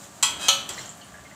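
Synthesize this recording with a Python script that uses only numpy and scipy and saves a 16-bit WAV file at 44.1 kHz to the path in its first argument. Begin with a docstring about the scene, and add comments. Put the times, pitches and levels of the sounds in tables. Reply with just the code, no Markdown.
"""A small kitchen hums while hot oil fizzes softly, as noise and random clicks, from start to end.
A steel ladle clinks, a set of decaying partials, then scrapes along steel as a rasp with wavering tones.
It strikes the steel bowl, then taps once more, damped by the powdered spices it works into the oil.
A gritty rustle of filtered clicks follows, with dull low bumps and popping bubbles, all decaying sines."""
import sys
import numpy as np
from scipy import signal
from scipy.fft import rfft, irfft
from scipy.io import wavfile
from scipy.ndimage import uniform_filter1d

SR = 44100
rng = np.random.default_rng(int(sys.argv[2]) if len(sys.argv) > 2 else 0)


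def pcm_store(signal):
    """Save signal as 16-bit PCM."""
    levels = np.round(np.clip(np.atleast_2d(signal), -1, 1) * 32767)
    wavfile.write(sys.argv[1], SR, levels.astype(np.int16).T)


N = 59535
T = np.arange(N) / SR  # seconds


def amp(db):
    """Decibels to gain."""
    return 10 ** (np.asarray(db) / 20)


def unit(x):
    """Scales to an rms of 1."""
    return x / np.sqrt(np.mean(x ** 2) + 1e-20)


def read(points, hz):
    """Reads a table on a log-frequency axis."""
    f, value = np.transpose(points)
    return np.interp(np.log(hz + 1), np.log(f + 1), value)


def level(points):
    """Gain over time from a curve of seconds and dB."""
    return amp(np.interp(T, *np.transpose(points)))


def add(mix, start_s, sound):
    """Mixes a sound in at its start time, cut off at the end of the mix."""
    part = mix[max(round(start_s * SR), 0):][:len(sound)]
    part += sound[:len(part)]


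def colour(x, points):
    """Filters x by a spectral curve, then sets it to rms 1."""
    hz = np.fft.rfftfreq(len(x), 1 / SR)
    return unit(irfft(rfft(x) * amp(read(points, hz)), len(x)))


def even_noise():
    """Noise with a flat spectrum and random phases."""
    turns = rng.random(N // 2 + 1)
    return unit(irfft(np.exp(2j * np.pi * turns), N))


def drift(size):
    """Smooth random movement: white noise averaged twice over size samples."""
    once = uniform_filter1d(rng.standard_normal(N), size)
    return unit(uniform_filter1d(once, size))


def crackle(per_s, spread_db):
    """Tiny clicks at random moments, of random sign and uneven size."""
    sizes = amp(spread_db * np.minimum(rng.exponential(1, N), 4))
    signs = rng.choice([-1, 1], N)
    clicks = rng.random(N) < per_s / SR
    return unit(sizes * signs * clicks)


# Spectrum of the room noise. Each row: frequency in Hz, relative density in dB per Hz.
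AIR_COLOUR = [(15, -62), (25, -45), (59, -8.5), (144, -5), (196, -6.5), (306, -5), (334, -10.5), (391, -8),
              (521, -15.5), (557, -5.5), (1080, -10.5), (1690, -11), (2350, -18.5), (3000, -18.5),
              (5000, -20.5), (6500, -56), (11000, -120)]
# Room noise fader. Each row: time in seconds, level in dB.
AIR_LEVEL = [(0, -47.5), (.15, -51), (.35, -42.5), (.7, -45), (.9, -49), (1.05, -49.5), (1.35, -50)]
# Steady hum lines. Each row: frequency in Hz, level in dB.
HUM_LINES = [(122, -62.5), (170, -65), (200, -59), (562, -66.5), (650, -67.5), (705, -63), (1170, -62)]


def ambience():
    """Low-passed room noise under hum lines whose phases wander."""
    low_pass = signal.butter(2, 3500, fs=SR, output="sos")
    air = signal.sosfilt(low_pass, colour(even_noise(), AIR_COLOUR))
    hum = np.zeros(N)
    for hz, db in HUM_LINES:
        phase = 2 * np.pi * hz * T + 1.1 * drift(size=2500)
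        hum += amp(db) * unit(np.sin(phase))
    return level(AIR_LEVEL) * unit(air) + hum


# Fader of the fizzing oil. Each row: time in seconds, level in dB.
FIZZ_LEVEL = [(0, -48), (.04, -45.5), (.1, -51.5), (.2, -50), (.6, -49), (.9, -51.5), (1.0, -52),
              (1.15, -53.5), (1.35, -54.5)]
# Spectrum of the fizz. Each row: frequency in Hz, relative gain in dB.
FIZZ_COLOUR = [(500, -27), (2500, -7.5), (4000, -5), (5300, -6), (7300, 3), (8500, -2.5), (10000, -12),
               (15000, -14.5)]


def fizz():
    """Thousands of tiny bursts a second in the hot oil, blurred by smooth noise."""
    bursts = crackle(per_s=7300, spread_db=4)
    return level(FIZZ_LEVEL) * colour(bursts + 0.88 * even_noise(), FIZZ_COLOUR)


# Soft bumps of the ladle against the heap.
# Each row: start in seconds, pitch in Hz, level in dB before rise and decay, t60 in seconds.
HEAP_BUMPS = [(0.693, 83.66, -47, .25), (0.696, 367, -38, 0.086), (0.797, 124, -44.5, 0.24),
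              (.885, 158.7, -44, .3), (1.129, 80.4, -49, 0.23), (1.197, 70, -48, 0.37)]


def bumps():
    """Soft contacts with the heap: low decaying sines with a slow 6 ms attack."""
    out = np.zeros(N)
    attack = np.minimum(T / .006, 1)
    for start_s, hz, db, t60 in HEAP_BUMPS:
        add(out, start_s, attack * amp(db - 60 * T / t60) * np.sin(2 * np.pi * hz * T))
    return out


# Bubbles and spits of oil; the first row is the bright tick of the ladle's last tap.
# Each row: start in seconds, mean pitch in Hz, level in dB before rise and decay, t60 in seconds.
SHORT_NOTES = [(.692, 7490, -23, 0.028), (0.734, 7090, -29, 0.015), (.744, 5420, -31, 0.017),
               (.771, 10000, -42, 0.017), (.779, 2004, -29, 0.033), (0.781, 4180, -35, 0.056),
               (.785, 7200, -35.5, 0.048), (0.793, 7310, -30.5, 0.024), (.814, 5560, -33, .02),
               (.858, 7050, -31, 0.029), (0.8918, 7370, -31, 0.055), (.952, 9100, -39, .012),
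               (.974, 12000, -43, .01), (1.013, 3006, -45.5, 0.23), (1.015, 4380, -40, 0.025),
               (1.045, 9200, -43.5, 0.025), (1.142, 1661, -37, .05), (1.154, 1710, -40, 0.027),
               (1.184, 1700, -39, 0.029), (1.253, 2085, -40.5, 0.039), (1.313, 2100, -39, 0.027)]


def tick_and_pops():
    """The last tap's bright tick, then bursting bubbles: short decaying notes of unsteady pitch."""
    out = np.zeros(N)
    attack = np.minimum(T / .00071, 1)
    for start_s, hz, db, t60 in SHORT_NOTES:
        pitch_hz = hz * (1 + .05 * drift(size=30))
        turns = np.cumsum(pitch_hz) / SR
        add(out, start_s, attack * amp(db - 60 * T / t60) * np.sin(2 * np.pi * turns))
    return out


def kitchen(x):
    """Reflections from hard walls close by: scattered echoes after 4 ms, with a t60 of 0.21 s."""
    tail = crackle(per_s=1700, spread_db=4) * amp(-60 * T / .21) * (T > .004)
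    return signal.fftconvolve(x, tail / np.linalg.norm(tail))[:N]


# Ladle pushing through the oily powder. Each row: time in seconds, level in dB.
STIR_LEVEL = [(.66, -77), (.71, -37), (.76, -43), (.81, -39.5), (.87, -44), (.91, -48.5), (.95, -59),
              (1.05, -61)]
# Spectrum of the rustling grains. Each row: frequency in Hz, relative gain in dB.
STIR_COLOUR = [(100, -3), (450, 3), (900, 6.5), (1900, 3), (2500, -2), (3150, 9), (3700, 0), (4200, 4),
               (5000, -3), (5800, 2.5), (6400, -1), (7400, 4.5), (8800, -8), (11000, -14), (15000, -16)]


def stir():
    """Gritty rustle of spice grains under the ladle: a dense run of clicks."""
    return level(STIR_LEVEL) * colour(crackle(per_s=4300, spread_db=-1.0), STIR_COLOUR)


# Ladle sliding on steel. Each row: time in seconds, level in dB.
SCRAPE_LEVEL = [(.375, -62), (.395, -42), (.408, -36), (.435, -33), (.48, -34), (.49, -55)]
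# Spectrum of the rasp. Each row: frequency in Hz, relative gain in dB.
SCRAPE_COLOUR = [(100, -22), (550, -3), (1550, 0), (2000, -2), (2200, -10), (2550, 2), (2780, -5),
                 (3100, 3), (3450, -7), (3700, 0), (3950, 5), (4400, -6), (4850, 0), (5250, -13),
                 (5700, -1), (6500, -1), (7300, 3), (8300, -3), (8800, -2), (10500, -14), (15000, -20)]
# Tones that sing while the ladle is pressed on the steel. Each row: frequency in Hz, relative level in dB.
PRESSED_TONES = [(1632, -12), (2548, -3), (3172, -6), (3240, 0), (3886, -7), (3972, -8), (5013, -9)]


def scrape():
    """Quick slips of steel on steel make a fine rasp, and the pressed ladle builds up a wavering ring."""
    sliding = (T > SCRAPE_LEVEL[0][0]) * (T < SCRAPE_LEVEL[-1][0])
    push = level(SCRAPE_LEVEL) * sliding
    rasp = colour(crackle(per_s=6000, spread_db=3.5), SCRAPE_COLOUR)
    tones = np.zeros(N)
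    for hz, db in PRESSED_TONES:
        tones += amp(db) * np.sin(2 * np.pi * hz * T + .6 * drift(size=500))
    # the singing follows the push with a 12 ms lag
    keep = np.exp(-1 / (.012 * SR))
    sing = signal.lfilter([1 - keep], [1, -keep], push)
    return push * rasp + sing * unit(tones)


def ring(modes, share):
    """Decaying partials of a piece of steel."""
    out = np.zeros(N)
    for hz, db, t60 in modes:
        out += amp(db - 60 * T / (t60 * share)) * np.sin(2 * np.pi * hz * T)
    return out


def weak_modes(spacing_hz=12):
    """Steady partials of uneven strength, irregularly spaced around a mean gap."""
    size, turn, chance = rng.random((3, N // 2 + 1))
    present = chance < SR / N / spacing_hz
    return irfft(present * (.5 + size) * np.exp(2j * np.pi * turn), N)


# Decay of the weak modes. Each row: frequency in Hz, t60 in seconds when undamped.
CROWD_T60 = [(400, 0.15), (1100, 0.5), (3100, 0.54), (5000, 0.36), (7400, 0.34), (10000, 0.28),
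             (15000, 0.32)]


def crowd(points, share):
    """Dense weak modes of the steel, each band fading at its own rate."""
    hz, t, z = signal.stft(colour(weak_modes(), points), SR, nperseg=256)
    t60 = share * read(CROWD_T60, hz)[:, None]
    return signal.istft(z * amp(-60 * t / t60), SR, nperseg=256)[1][:N]


# Contacts of the ladle. Each row: start in seconds, ladle ring in dB, bowl ring in dB, contact tick in dB,
# share of the free ring time, seconds until the ladle chatters, chatter in dB relative to first contact.
KNOCKS = [(.2266, -18.5, -48, -24, 1.0, .0045, -2), (.4837, -36, -16, -19, 1.0, .0038, -6),
          (.6908, -34, -44, -26, .4, .008, -12)]
# Main modes of each piece. Each row: frequency in Hz, relative level in dB, t60 in seconds when undamped.
LADLE = [(856, -16, .22), (1108, -10, .24), (1314, -15, .55), (1500, -19, .45), (1960, -11, .24),
         (2365, -17, .4), (2520, -11, .33), (2600, -8, .27), (2972, -15, .6), (3212, -5, .48),
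         (3262, -6, .32), (3346, -9, .5), (4062, -10, .2), (5016, -8, .24), (5917, -6, .16),
         (7033, -3, .15), (7318, -3, .19), (7598, 2, .15), (7865, -4, .13)]
BOWL = [(556, -14.5, .43), (772, -21, .45), (1304, -7, .37), (1766, -22, .5), (2532, -13, .22),
        (2622, -14, .4), (2950, -4, .3), (2990, -6, .42), (3115, 0, .16), (3260, 0, .16), (3354, -5, .28),
        (3595, -10, .22), (3833, -11, .26), (3976, -13, .33), (4178, -5, .23), (5912, -12, .22),
        (6382, -5, .16), (6688, -7, .27), (6937, -7, .15)]
# Weaker modes between them. Each row: frequency in Hz, relative density in dB per Hz.
LADLE_CROWD = [(100, -48), (700, -26), (950, -3), (1250, -9.5), (1600, -18.5), (2200, -11), (3200, -6.5),
               (3650, -9.5), (4100, -3), (4600, -9), (5500, -13.5), (6100, 1), (6600, -10.5), (7550, 3),
               (8500, -5), (10500, -15.5), (15000, -23.5)]
BOWL_CROWD = [(100, -22), (470, -37), (580, -7.5), (1200, -4), (1950, -15.5), (2500, -1.5), (2750, -9),
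              (3100, 5.5), (3650, 0.5), (4250, 2.5), (5250, -13), (5900, 3), (6700, 0.5), (7600, -6.5),
              (8450, -2.5), (9500, -15), (12000, -13.5), (15000, -23)]
# Spectrum of the contact tick. Each row: frequency in Hz, relative gain in dB.
TICK_COLOUR = [(100, -24), (600, -11), (1200, -8), (3200, -3), (5000, -7), (7600, 5), (9300, -9),
               (14000, -10)]


def knocks():
    """Each contact ticks, chatters once and sets ladle and bowl ringing; damping shortens it all."""
    out = np.zeros(N)
    # the crowd starts 2.5 times as strong, falling back within some 10 ms
    direct = 1 + 1.5 * np.exp(-(T / .0085) ** 2)
    for start_s, ladle_db, bowl_db, tick_db, share, chatter_s, chatter_db in KNOCKS:
        # the ring rises in 0.5 ms and steps up when the ladle chatters
        chatter = amp(chatter_db)
        build = (1 - np.exp(-T / .0005) + chatter * (T > chatter_s)) / (1 + chatter)
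        ladle = ring(LADLE, share) + amp(-1) * direct * crowd(LADLE_CROWD, share)
        bowl = ring(BOWL, share) + amp(-2) * direct * crowd(BOWL_CROWD, share)
        add(out, start_s, build * (amp(ladle_db) * ladle + amp(bowl_db) * bowl))
        for delay_s, db in ((0, 0), (chatter_s, chatter_db)):
            fade = amp(tick_db + db - 60 * T / (.016 * share))  # t60 of 16 ms when undamped
            add(out, start_s + delay_s, colour(even_noise(), TICK_COLOUR) * fade)
    return out


def scene():
    """Room, oil, powder and steel together; the short notes also get wall reflections."""
    notes = tick_and_pops()
    fizz_and_notes = fizz() + notes + amp(-2.5) * kitchen(notes)
    powder = bumps() + stir()
    steel = scrape() + knocks()
    return (ambience() + fizz_and_notes + powder + steel)[None]


def record(dry):
    """The recorder's band limit: a steep low-pass at 15.6 kHz."""
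    low_pass = signal.firwin(511, 15600, window=("kaiser", 9), fs=SR)
    return signal.oaconvolve(dry, low_pass[None], "same")


dry = scene()
out = record(dry)
pcm_store(out)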